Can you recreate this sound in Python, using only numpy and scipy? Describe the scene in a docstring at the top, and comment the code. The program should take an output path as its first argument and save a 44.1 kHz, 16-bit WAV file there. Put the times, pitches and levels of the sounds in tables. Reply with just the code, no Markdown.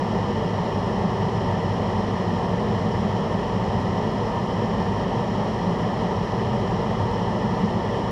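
"""From the first moment a kitchen range hood runs at one steady speed: turbulent air from the blower
rings in the duct and the sheet-metal hood, coloured by the kitchen's reflections. Underneath, the
slightly unbalanced rotor hums once a turn and the motor adds a faint whine. About two seconds in,
a faint, brief ring near 4.2 kHz sounds in the rush. The rush carries on to the end, its two low
bands droning and wavering in loudness all the way."""
import sys
import numpy as np
from scipy import signal
from scipy.fft import rfft, irfft
from scipy.io import wavfile
from scipy.ndimage import uniform_filter1d

SR = 44100
rng = np.random.default_rng(int(sys.argv[2]) if len(sys.argv) > 2 else 0)


def transcribe(signal):
    """Save signal, clipped to [-1, 1], as a 16-bit WAV file at the path in sys.argv[1]."""
    frames = np.atleast_2d(signal).T
    limited = np.clip(frames, -1, 1)
    pcm = np.round(limited * 32767).astype(np.int16)
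    wavfile.write(sys.argv[1], SR, pcm)


N = 357651

# Tone of the raw rush through the blower: (frequency [Hz], relative level [dB])
RUSH_SPECTRUM = [(12, -26), (35, -7.5), (75, -3.5), (260, -0.1), (310, -9), (550, -4.5), (1100, -8),
                 (1470, -24), (3500, -29.5), (5600, -34), (6400, -40), (9500, -50.5), (12800, -58),
                 (13100, -61), (14100, -66.5), (14500, -70), (15000, -74)]
# Resonances of duct, cavity and hood panels: (centre [Hz], width [Hz], lift above the rush [dB])
HOOD_RESONANCES = [(103.4, 13.8, 14), (122.5, 6.1, 11), (153, 9.3, 8.5), (166.5, 9.1, 6), (179.7, 10.8, 13),
                   (199.5, 15, 8.5), (212.4, 9, 11.5), (222, 4.2, 6), (340.6, 18, 7.5), (387, 39, 9.5),
                   (419.6, 8.5, 10), (454, 14, 9), (481.6, 31, 7), (575, 16, 5), (609, 62, 3.5),
                   (759, 57, 5), (893, 57, 7), (941, 25, 7.5), (1007, 58, 3.8), (1203, 80, 3),
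                   (1325, 98, 4), (1638, 31, 7), (1760, 30, 13), (1823, 116, 12), (1945, 49, 13.5),
                   (2040, 90, 7.5), (2205, 23, 5), (2446, 70, 4.5), (2974, 250, 8.5), (3078, 89, 9.5),
                   (3266, 71, 9.5), (3900, 160, 2.5), (4196, 90, 5.5), (5170, 130, 7.5), (5524, 420, 7.5),
                   (7020, 325, 4), (8700, 177, 3.5)]
# Random wavering in loudness of the lower of the rush's two low bands: (time [s], rms level [dB])
LOWER_BAND_WAVER = [(0.0, -30.5), (1.05, -31), (1.3, -28), (1.68, -28.5), (2.45, -31), (2.93, -27.5),
                    (3.38, -33), (3.8, -27), (4.02, -32.5), (4.9, -30.0), (5.6, -32.5), (6.3, -32),
                    (6.56, -26), (6.8, -33), (7.03, -26), (7.2, -30.5), (8.1, -31.5)]
# Random wavering in loudness of the upper of the rush's two low bands: (time [s], rms level [dB])
UPPER_BAND_WAVER = [(0.0, -27.0), (0.8, -29.5), (1.05, -25.5), (1.3, -29), (3.05, -26.5), (3.4, -29),
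                    (3.92, -27), (4.3, -31), (4.7, -26), (5.1, -29.5), (5.75, -26), (6.35, -30),
                    (6.72, -27), (7.1, -30.5), (7.68, -23.5), (7.9, -32), (8.1, -29)]
# A faint, brief ring in the rush: (time [s], pitch [Hz], level [dB], time to fall 60 dB [s])
FAINT_RING = (1.985, 4180, -54, 0.7)


def airflow(level_db, flutter_db, flutter_hz):
    """The bed: turbulence, fluttering as eddies pass, sounds through the hood into the kitchen."""
    hz = np.fft.rfftfreq(N, 1 / SR)
    turbulence = rng.standard_normal(N) * gain_of(flutter_db * drift(flutter_hz))
    room = kitchen_reflections(hz, ripple_db=1, t60_s=0.37, from_hz=570)
    colour = gain_of(spectrum_at(RUSH_SPECTRUM, hz)) * hood_resonance(hz) * room
    return gain_of(level_db) * unit_rms(irfft(rfft(turbulence) * colour, N))


def hood_resonance(hz):
    """The body, as a gain curve: each duct or panel resonance lifts the rush around its own pitch."""
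    power = np.ones(len(hz))
    for centre, width, lift_db in HOOD_RESONANCES:
        detune = 2 * (hz - centre) / width
        power += (gain_of(lift_db) ** 2 - 1) / (1 + (np.sqrt(2) - 1) * detune ** 2) ** 2
    return np.sqrt(power)


def waver_band(air, levels, band_hz):
    """Returns the rush with one low band wavering along a level curve, its quick random throb kept."""
    hz = np.fft.rfftfreq(N, 1 / SR)
    low, high = band_hz
    band = irfft(rfft(air) * ((hz > low) & (hz < high)), N)
    slow_rms = np.sqrt(uniform_filter1d(band ** 2, round(.25 * SR)))
    target_rms = gain_of(np.interp(np.arange(N) / SR, *np.transpose(levels)))
    return air + band * (target_rms / slow_rms - 1)


def motor(shaft_hz, hum_db, whine_hz, whine_db, waver_db):
    """The unbalanced rotor's hum and the motor's whine follow one almost constant speed."""
    speed = 1 + 0.00068 * drift(0.85)
    phase_per_hz = 2 * np.pi * np.cumsum(speed) / SR
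    hum = unit_rms(np.sin(shaft_hz * phase_per_hz) * gain_of(waver_db * drift(2)))
    whine = unit_rms(np.sin(whine_hz * phase_per_hz) * gain_of(waver_db * drift(3)))
    return gain_of(hum_db) * hum + gain_of(whine_db) * whine


def faint_ring(start_s, hz, level_db, t60_s, attack_s=.008):
    """A barely audible accent: one high tone rings briefly and sinks under the rush."""
    age = np.maximum(np.arange(N) / SR - start_s, 0)
    envelope = np.minimum(age / attack_s, 1) * gain_of(level_db - 60 * age / t60_s)
    return envelope * np.sin(2 * np.pi * hz * age)


def kitchen_reflections(hz, ripple_db, t60_s, from_hz):
    """The room, as a gain curve: echoes off walls and cupboards finely comb the mids and treble."""
    t = np.arange(N) / SR
    echoes = rng.standard_normal(N) * gain_of(-60 * t / t60_s) * (t > .006)
    comb = unit_rms(rfft(echoes).real)
    bass_rolloff = hz ** 2 / (hz ** 2 + from_hz ** 2)
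    return gain_of(ripple_db * comb * bass_rolloff)


def drift(rate_hz):
    """Smooth random modulation of rms 1, moving at up to about this rate."""
    hz = np.fft.rfftfreq(N, 1 / SR)
    noise_spectrum = rfft(rng.standard_normal(N)) * (hz > 0)
    return unit_rms(irfft(noise_spectrum / (1 + (hz / rate_hz) ** 4), N))


def spectrum_at(points, hz):
    """Joins the points of an EQ curve by straight lines over log frequency."""
    point_hz, point_db = np.transpose(points)
    return np.interp(np.log(hz + 1), np.log(point_hz + 1), point_db)


def gain_of(db):
    """Decibels to amplitude."""
    return 10 ** (np.asarray(db) / 20)


def unit_rms(x):
    """Scales to rms 1."""
    return x / np.sqrt(np.mean(x ** 2) + 1e-20)


def scene():
    """The mono mix: droning air in front, the motor and the faint ring tucked underneath."""
    air = airflow(level_db=-23, flutter_db=0.31, flutter_hz=26)
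    air = waver_band(air, LOWER_BAND_WAVER, band_hz=(80, 135))
    air = waver_band(air, UPPER_BAND_WAVER, band_hz=(155, 230))
    motor_tones = motor(shaft_hz=52.45, hum_db=-43.5, whine_hz=1590, whine_db=-67, waver_db=2)
    return (air + motor_tones + faint_ring(*FAINT_RING))[None]


def record(dry):
    """A steep high cut at 15.1 kHz takes off the very top of the hiss."""
    high_cut = signal.firwin(511, 15100, window=("kaiser", 9), fs=SR)
    return signal.oaconvolve(dry, high_cut[None], "same")


dry = scene()
out = record(dry)
transcribe(out)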